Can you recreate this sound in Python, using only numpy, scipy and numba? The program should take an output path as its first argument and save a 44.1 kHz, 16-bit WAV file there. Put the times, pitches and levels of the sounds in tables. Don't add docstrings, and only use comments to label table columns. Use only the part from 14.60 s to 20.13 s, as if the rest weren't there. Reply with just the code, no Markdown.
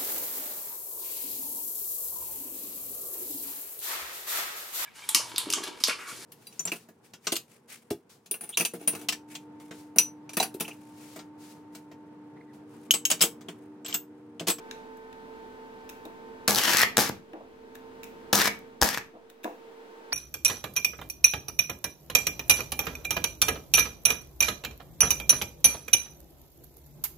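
import sys
import numpy as np
from scipy import signal
from scipy.fft import rfft, irfft, next_fast_len
from scipy.io import wavfile
from scipy.ndimage import uniform_filter1d, map_coordinates
from numba import njit

SR = 44100
rng = np.random.default_rng(int(sys.argv[2]) if len(sys.argv) > 2 else 0)


def wav_record(signal):
    frames = np.transpose(np.atleast_2d(signal))
    bounded = np.clip(frames, -1, 1)
    quanta = np.round(bounded * 32767).astype(np.int16)
    wavfile.write(sys.argv[1], SR, quanta)


def invert_db(level):
    return 10 ** (np.asarray(level, dtype=float) / 20)


N = 243873

# t/s, level/dB
FAN_GAIN = [(0, -1), (1.85, -1.5), (2.3, -1), (2.6, -7.5), (2.95, -5.5), (3.2, -2), (3.95, -1), (4.2, -5.5),
            (4.78, -10), (5.0, -4.5), (5.53, -0.5)]
# multiple/1, level/dB, left-right/dB
FAN_LINES = [(1, -72.5, 1.5), (4, -57, 1), (4.88, -79.5, -10), (6.938, -50.5, -7), (12, -71.5, -10),
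             (14, -54.5, -3), (16, -65, 5), (20, -69.5, 4), (24, -62.5, 0.5), (28, -70.5, 7),
             (35, -74, -1.5)]
# f/Hz, density/dB
AIR_TONE = [(20, -21), (45, -13.5), (110, -12.5), (160, -11.5), (225, -2), (285, -5.5), (420, -5),
            (485, -4.5), (530, -12.5), (940, -16), (1100, -18.5), (3000, -28), (8500, -43.5), (15500, -46)]
# f/Hz, left-right/dB
AIR_LEFT = [(100, -4), (200, -1.5), (380, -2.5), (700, 2.5), (1300, -0.5), (15000, 1)]
AIR_DB, FAN_LAG_SAMPLES = -48, 11
SHAFT_HZ, SHAFT_HZ_PER_S = 63.54, .21
OVERTONE_IDLE_DB, OVERTONE_WELD_DB, OVERTONE_SAG = 2.5, -1, 0.63
RUMBLE_DB, WIND_CUT_DB, WIND_CUT_S = 0.5, -11.5, 0.94

# t/s, top peak level/dB, 1.7 kHz ring over top/dB, 3 kHz ring over
# top/dB
TICKS = [(0.371, -51, -7, -11), (1.4528, -40.5, -13, 0), (3.149, -50, -10, -2), (3.153, -40.5, -1.5, -2),
         (3.354, -60, 0, 3), (3.989, -45, -18, -19.5), (4.696, -57.5, -7, 1.5), (4.7, -44, -3, -3)]
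# t/s, top peak level/dB, 1.7 kHz ring over top/dB, 3 kHz ring over top/dB
SNAPS = [(1.292, -35, -18, -2.5), (1.2965, -36, -6, -4), (2.7331, -54.5, 16, 11.5), (3.4325, -36, -14, 2.5),
         (3.441, -36, -6, -7), (4.8326, -46.5, -16, 2), (4.838, -41, -20, 1.5), (4.8436, -32, 3.5, 0)]
# t/s, top peak level/dB, 1.7 kHz ring over top/dB, 3 kHz ring over top/dB
TICKS_LEFT = [
    (0.1114, -39.5, 7.8, 10),
    (0.1174, -74, 13, 4),
    (0.5279, -55, 12, 12),
]
# f/Hz, density/dB
TICK_TONES = [
    [(3000, -38), (6500, -29), (8000, -11), (9500, -14.5), (12000, -6), (14500, -5.5), (15800, -6)],
    [(400, -50), (1200, -10), (1700, 0), (2100, -10), (5000, -50)],
    [(1000, -50), (2200, -16), (2600, -4), (3100, -14), (3750, 0), (4400, -14), (9000, -50)],
    [(2500, -69), (5200, -11), (6700, -10.5), (8500, -18), (14000, -32)],
]
# 6.5 kHz ring over top/dB, rattle/s, downward lean of 3 kHz ring/dB
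TICK_KINDS = [(-9.5, 0.0036, 1), (-5, 0.0025, 5.5), (6, 0.0019, 0)]
# f/Hz, share/1
TICK_LEAN = [(2700, 1), (3600, -1)]
TICK_TAIL_DB, TICK_TAIL_S = -22, 0.059

# t/s, peak level/dB
CLUNKS = [(1.452, -33.5), (2.731, -34.5), (2.744, -35.5), (2.804, -39.5), (4.537, -46.5), (4.549, -40),
          (4.844, -23.5), (4.851, -29)]
# f/Hz, level/dB, t60/s
CASE_MODES = [(237, 2, 0.059), (313.8, 6.5, 0.11), (447, -29, 0.065), (501, -3, 0.26), (584, -2, 0.12),
              (674, -5, 0.32), (720, 3, 0.064), (910, -49, 0.04)]

# t/s, sizzle level/dB, crater depth/1 (0 flat, 1 deep)
BURNS = [
    [(1.877, -30.5, 0.5), (1.895, -29, 0.01), (1.955, -32.5, 0.2), (1.965, -28.5, 0.3), (2.04, -27, 0.8),
     (2.146, -26, 0.7), (2.204, -26, 1), (2.236, -26, 0.92), (2.256, -41, 0.98)],
    [(2.368, -31.5, 0.5), (2.38, -35.5, .1), (2.391, -24.5, .1), (2.439, -28.5, 0.5), (2.473, -35, 0.9),
     (2.5, -40.5, 0)],
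    [(3.728, -21, 0.3), (3.758, -27.5, 0.12), (3.812, -27, 0.85), (3.868, -28.5, .9), (3.878, -24.5, .7),
     (3.89, -45, .7)],
    [(4.213, -36, 0.3), (4.232, -30, 0.01), (4.246, -28, 0.07), (4.324, -40, 1), (4.346, -34, .9),
     (4.36, -47, .8), (4.384, -41, 0.7), (4.395, -59, 0.62)],
]
# f/Hz, density/dB
ARC_TONE = [(40, -27.5), (80, -16), (200, -4.5), (700, -2.5), (1300, 3), (1800, -2), (2500, -3),
            (3800, -1.5), (5500, 0), (9000, -5), (12700, 2), (15500, -4)]
# f/Hz, left-right/dB
ARC_LEFT = [(60, 12.5), (110, 11.5), (200, -2), (380, -21.5), (700, -12), (1290, 1), (2380, 9.5),
            (4400, 2.5), (8120, -4.5), (15000, -8)]
ARC_EDGES = [950, 3400, 7800]
# flat-crater level over sizzle/dB, added when deep/dB
STREAM = [(4, -12.5), (-7.5, 11.5), (-2.5, 0), (3, -7.5)]
# t/s, crack peak level/dB, droplet weight/dB
POPS = [(1.8791, -6, -2), (1.8834, -3, 4.5), (1.8916, -13.5, 2), (1.8986, -15.5, 2.5),
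        (1.9081, -8.5, -1.5), (1.9201, -12.5, 3), (1.948, -12, -2.5), (1.9589, -17.5, -6.5),
        (1.9655, -17, -2.5), (1.9859, -15.5, -5), (2.037, -13, -1), (2.0947, -13.5, 3),
        (2.1344, -11.5, 0), (2.148, -9.5, 6), (2.1709, -7.5, -2), (2.1846, -13.5, -3),
        (2.194, -13.5, -2.5), (2.202, -13.5, 1.5), (2.2104, -9.5, 3.5), (2.2173, -10, -2),
        (2.2288, -12.5, 2), (2.233, -5, 10), (2.3705, -1.5, -0.5), (2.3809, -2, 3.5),
        (2.3893, -9.5, 13), (2.403, -14, -2.5), (2.4087, -13, -2), (2.4923, -26.5, -5),
        (2.4965, -21, 13.5),
        (3.7302, -3, 3), (3.7337, -8, 7), (3.751, -9, -0.5), (3.755, -12.5, -7), (3.7777, -11.5, 0),
               (3.789, -9, 5), (3.8008, -7.5, 6.5), (3.817, -9, 1), (3.8239, -15.5, 4.5), (3.8564, -11, 8),
               (3.8766, -11, 9), (4.2162, -5.5, -1), (4.2247, 0, 4), (4.2311, -3.5, 1), (4.2347, -16.5, 12),
               (4.2433, -16.5, 2.5), (4.2611, -18, 1.5), (4.2891, -17, -1), (4.331, -24, 8),
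               (4.3457, -19.5, 11), (4.3748, -14, 8.5), (4.3819, -21, 3)]
# level over crack/dB, added when deep/dB, share of droplet weight/1, rattle/s
BLOW = [(-4.5, -8, .9, 0.00091), (-7.5, 7.5, 0.78, 0.0014), (1, 1.5, -1.2, .0007),
        (1.5, 2.5, -1.1, 0.00077)]
# t/s, share/1, f/Hz
WHISTLE = [(1.94, .1, 3050), (1.97, 1.9, 3050), (2.1, 1.1, 3020), (2.135, 0.66, 2450), (2.25, 0.33, 2350),
           (2.37, 0.056, 2350)]
CRATER_FLAT_HZ, CRATER_DEEP_HZ = 1630, 1870
SMALL_POPS_PER_S, SMALL_POP_DB, SMALL_SCATTER_DB = 45, 5.5, 6
PORT_LAG_SAMPLES = 0.71

# t/s, level/dB
SNUFFS = [(2.236, -28.5), (2.497, -21.5), (3.877, -30), (4.383, -32)]
SNUFF_S, REBOUND = 0.00082, 2.8

# t/s, level/dB, decay/s
PUFFS = [(4.215, -14.5, 0.0091)]

# t/s, level/dB
SCRAPE = [(5.519, -59), (5.524, -32.5), (5.53, -18)]
# f/Hz, density/dB
SCRAPE_TONE = [(240, -35), (400, -12), (1840, -3), (2710, -21), (4260, -1), (5220, 2), (5820, -36),
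               (14100, -36.5), (16500, -25.5)]

# f/Hz, t60/s
ROOM_T60 = [(60, 0.46), (250, 0.41), (1000, 0.29), (2300, 0.29), (5000, 0.23), (10000, 0.3), (16000, 0.072)]
ROOM_DB = -8.5
BENCH_HZ, BENCH_DB, BENCH_T60_S = 2318, -7, 0.27


def read(table, hz):
    f, v = np.transpose(table)
    return np.interp(np.log(np.maximum(hz, 1)), np.log(f), v)


def colour(x, table, tilt=((1, 0), (2, 0)), share=0):
    hz = np.arange(4097) * SR / 8192
    gain_db = read(table, hz) + share * read(tilt, hz)
    cepstrum = irfft(gain_db * np.log(10) / 20)
    cepstrum[1:4096] *= 2
    cepstrum[4097:] = 0
    h = irfft(np.exp(rfft(cepstrum)))[:4096]
    return signal.fftconvolve(x, h / np.sqrt(np.sum(h ** 2)))[:len(x)]


def band(x, lo_hz, hi_hz):
    hi_hz = min(hi_hz, .45 * SR)
    sos = signal.butter(2, [lo_hz, hi_hz], "band", fs=SR, output="sos")
    return signal.sosfilt(sos, x) * np.sqrt(SR / 2 / (hi_hz - lo_hz))


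def walk(rate_hz):
    k = int(SR / rate_hz)
    held = np.repeat(rng.standard_normal(N // k + 1), k)
    return 1.22 * uniform_filter1d(uniform_filter1d(held, k), k)[:N]


def bursts(times_s, dbs, decays_s, noise):
    env = np.zeros(N)
    for s, db, decay_s in zip(times_s, dbs, np.broadcast_to(decays_s, len(times_s))):
        i = int(s * SR)
        age = np.arange(min(12000, N - i))
        env[i:i + len(age)] += invert_db(db) * np.exp(-age / (SR * max(decay_s, 1e-4)))
    return env * noise


def late(x, lag_samples):
    n = np.arange(N)
    return np.array([np.interp(n - lag_samples, n, x), x])


@njit
def svf(x, hz, width_hz):
    y, b, l = np.empty(len(x)), 0., 0.
    for i in range(len(x)):
        g, k = np.tan(np.pi * hz[i] / SR), width_hz / hz[i]
        v = (b + g * (x[i] - l)) / (1 + g * (g + k))
        b, l, y[i] = 2 * v - b, l + 2 * g * v, k * v
    return y


def slices(edges_hz):
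    hz = np.arange(next_fast_len(N) // 2 + 1) * SR / next_fast_len(N)
    below = [0 * hz] + [1 / (1 + (hz / e) ** 6) for e in edges_hz] + [0 * hz + 1]
    return np.diff(below, axis=0)


def fan_lines(shaft_hz, overtone_db, rumble_db):
    turn = 2 * np.pi * np.cumsum(shaft_hz * (1 + .002 * walk(6))) / SR
    lines = 0
    for k, db, left_db in FAN_LINES:
        db = db + 1.4 * walk(24.915) + overtone_db * (k > 7) + rumble_db * (k < 5)
        tone = np.sqrt(2) * invert_db(db) * np.sin(round(k) * turn + 2 * np.pi * rng.random())
        lines = lines + invert_db([[left_db / 2], [-left_db / 2]]) * tone
    lines[0] = np.roll(lines[0], FAN_LAG_SAMPLES)
    return lines


def fan_air(rumble_db):
    noise = rng.standard_normal((3, N))
    high = signal.butter(1, 500, "high", fs=SR, output="sos")
    around = signal.sosfilt(high, noise[1:]) + 0.3 * noise[1:]
    left, right = late(noise[0], FAN_LAG_SAMPLES) + 1.41 * around
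    air = np.array([colour(left, AIR_TONE, AIR_LEFT, share=.5), colour(right, AIR_TONE, AIR_LEFT, share=-.5)])
    bass = signal.sosfiltfilt(signal.butter(2, 270, fs=SR, output="sos"), air)
    air = air - bass * (1 - invert_db(rumble_db + 0.5 * walk(5.6)))
    return invert_db(AIR_DB + walk(3.4)) * air / np.std(air)


def fan():
    t = np.arange(N) / SR
    gain_db = np.interp(t, *np.transpose(FAN_GAIN))
    weld_db = OVERTONE_WELD_DB + OVERTONE_SAG * gain_db
    overtone_db = np.where(t < BURNS[0][0][0], OVERTONE_IDLE_DB, weld_db)
    rumble_db = RUMBLE_DB + WIND_CUT_DB * np.clip((t - PUFFS[0][0]) / WIND_CUT_S, 0, 1)
    lines = fan_lines(SHAFT_HZ + SHAFT_HZ_PER_S * t, overtone_db, rumble_db)
    return invert_db(gain_db) * (lines + fan_air(rumble_db))


def ticks():
    out = 0
    tables, lags = (TICKS, SNAPS, TICKS_LEFT), (FAN_LAG_SAMPLES, FAN_LAG_SAMPLES, -8)
    for k, tone in enumerate(TICK_TONES):
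        noise = rng.standard_normal((3, N))
        for table, lag, (high_db, rattle_s, lean_db) in zip(tables, lags, TICK_KINDS):
            s, top_db, low_db, mid_db = np.transpose(table)
            db = top_db + (0, low_db, mid_db, high_db)[k] - 5
            grit = 0.13 * late(noise[0], lag) + 1.01 * noise[1:]
            shake = bursts(s, db, rattle_s, grit) + bursts(s, db + TICK_TAIL_DB, TICK_TAIL_S, grit)
            lean = lean_db * (k == 2)
            out = out + np.array([colour(port, tone, TICK_LEAN, share=lean) for port in shake])
    return out


def clunks():
    out, t = np.zeros(N), np.arange(SR // 4) / SR
    for s, db in CLUNKS:
        ring = 0
        for hz, mode_db, t60_s in CASE_MODES:
            c = rng.standard_normal()
            mode = np.sin(2 * np.pi * hz * t + 3 * c) * 10 ** (-3 * t / t60_s)
            ring = ring + invert_db(mode_db + 4.1 * c) * mode
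        ring = ring * (1 - np.exp(-t / 0.0022))
        i = int(s * SR)
        out[i:i + len(t)] += invert_db(db - 2.5) * ring / np.max(np.abs(ring))
    s, db = np.transpose(CLUNKS)
    shake = bursts(s + 0.0022, db - 26.0, 0.031, rng.standard_normal(N))
    rattle = band(band(shake, 280, 1100), 280, 1100)
    return late(out + rattle, FAN_LAG_SAMPLES)


def plasma():
    chance = rng.random((3, N))
    struck = chance[0] < 1500 / SR
    spatter = struck * np.sign(chance[1] - .5) * invert_db(-2.5 * np.log(chance[2] + 1e-9))
    hiss = invert_db(2.73 * walk(150)) * (rng.standard_normal(N) + .9 * rng.standard_normal((2, N)))
    stream = 0.57 * spatter / np.std(spatter) + hiss
    return stream / np.std(stream)


def pops(sizzle_db):
    small = np.flatnonzero((rng.random(N) < SMALL_POPS_PER_S / SR) & (sizzle_db > -100))
    scatter_db = SMALL_SCATTER_DB * (rng.random((2, len(small))) - .5)
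    small_db = sizzle_db[small] + SMALL_POP_DB + scatter_db[0]
    big = np.transpose(POPS)
    return np.hstack([big, [small / SR, small_db, 2 * scatter_db[1]]])


def arc():
    t, sizzle_db, n_fft = np.arange(N) / SR, np.full(N, -300.), next_fast_len(N)
    for burn in BURNS:
        s, db, _ = np.transpose(burn)
        on = slice(int(s[0] * SR), int(s[-1] * SR))
        sizzle_db[on] = np.interp(t[on], s, db)
    rows = np.concatenate(BURNS)
    depth = np.interp(t, rows[:, 0], rows[:, 2])
    stream = plasma()
    s, db, weight_db = pops(sizzle_db)
    at = (s * SR).astype(int)
    noise = rng.standard_normal((2, N))
    rattle = noise + 0.45 * noise[::-1]
    parts = []
    for (flat_db, deep_db), (blow_db, sunk_db, heavy, rattle_s), share in zip(STREAM, BLOW, slices(ARC_EDGES)):
        level = invert_db(sizzle_db + flat_db + deep_db * depth)
        pop_db = db + blow_db + sunk_db * depth[at] + heavy * weight_db
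        click = np.zeros(N)
        click[at] = invert_db(pop_db - 6.0) / np.mean(share)
        gas = invert_db(-4.0) * level * stream + bursts(s + 0.00016, pop_db - 12, rattle_s, rattle)
        both = click + gas / np.sqrt(np.mean(share ** 2))
        parts.append(irfft(rfft(both, n_fft) * share, n_fft)[:, :N])
    roar, ring, sizzle, top = parts
    crater_hz = CRATER_FLAT_HZ + (CRATER_DEEP_HZ - CRATER_FLAT_HZ) * depth
    crater = np.array([svf(port, crater_hz, 290.0) for port in ring])
    s, share, hz = np.transpose(WHISTLE)
    whistle_hz = np.interp(t, s, hz)
    nozzle = np.interp(t, s, share) * np.array([svf(port, whistle_hz, 290.0) for port in ring])
    return roar + 0.43 * ring + 0.78 * crater + nozzle + sizzle + top


def arc_heard():
    left, right = arc()
    right = map_coordinates(right, [np.arange(N) - PORT_LAG_SAMPLES], mode="mirror")
    left = invert_db(3.5) * colour(left, ARC_TONE, ARC_LEFT, share=0.15)
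    right = invert_db(0.17) * colour(right, ARC_TONE, ARC_LEFT, share=0.031)
    return np.array([left, right])


def snuffs():
    t, out = np.arange(N) / SR, 0
    for s, db in SNUFFS:
        age = np.clip(t - s, 0, None) / SNUFF_S
        out = out - invert_db(db) * age * (np.exp(1 - age) - np.exp(1 - age / REBOUND) / REBOUND ** 2)
    return band(out, 90, 6000) / 2


def puffs():
    s, db, decay_s = np.transpose(PUFFS)
    push = band(bursts(s, db, decay_s, rng.standard_normal(N)), 21, 107.7)
    return np.array([push, 0.38 * push])


def scrape():
    s, db = np.transpose(SCRAPE)
    env = invert_db(np.interp(np.arange(N) / SR, s, db, left=-200))
    return late(env * colour(rng.standard_normal(N), SCRAPE_TONE), 3.6)


def echoes(x, gap_s):
    t, tail = np.arange(SR // 2) / SR, 0
    for hz in 45 * 2. ** np.arange(9):
        mid, side = rng.standard_normal((2, len(t)))
        apart = np.clip(.25 + hz / 2500, 0, 1)
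        pair = (mid + apart * side * np.array([[1], [-1]])) / np.sqrt(1 + apart ** 2)
        pair = band(pair, hz / np.sqrt(2), hz * np.sqrt(2)) * np.sqrt(hz)
        tail = tail + pair * 10 ** (-3 * t / read(ROOM_T60, hz))
    bench = band(rng.standard_normal((2, len(t))), BENCH_HZ - 300, BENCH_HZ + 300)
    bench = bench * 10 ** (-3 * t / BENCH_T60_S)
    tail = tail / np.std(tail) + invert_db(BENCH_DB) * bench / np.std(bench)
    tail = tail * np.clip(t / gap_s - 1, 0, 1)
    tail = tail / np.sqrt(np.mean(np.sum(tail ** 2, axis=1)))
    return signal.fftconvolve(x[None], tail, axes=1)[:, :N]


def scene():
    hits = arc_heard() + snuffs() + ticks() + clunks() + scrape()
    room = invert_db(ROOM_DB) * echoes(hits.mean(axis=0), 0.0022)
    return fan() + hits + room + puffs()


def top_cut(x):
    return signal.sosfilt(signal.butter(12, 16980, fs=SR, output="sos"), x)


def record(dry):
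    firm = signal.sosfilt(signal.butter(1, 40, "high", fs=SR, output="sos"), dry)
    loud = .85 * np.tanh(firm / .85)
    dull = signal.sosfiltfilt(signal.ellip(6, .1, 40, 15900, fs=SR, output="sos"), loud)
    offset = -.0004
    return top_cut(dull + invert_db(-35.5) * (loud - dull) + offset)


dry = scene()
out = record(dry)
wav_record(out)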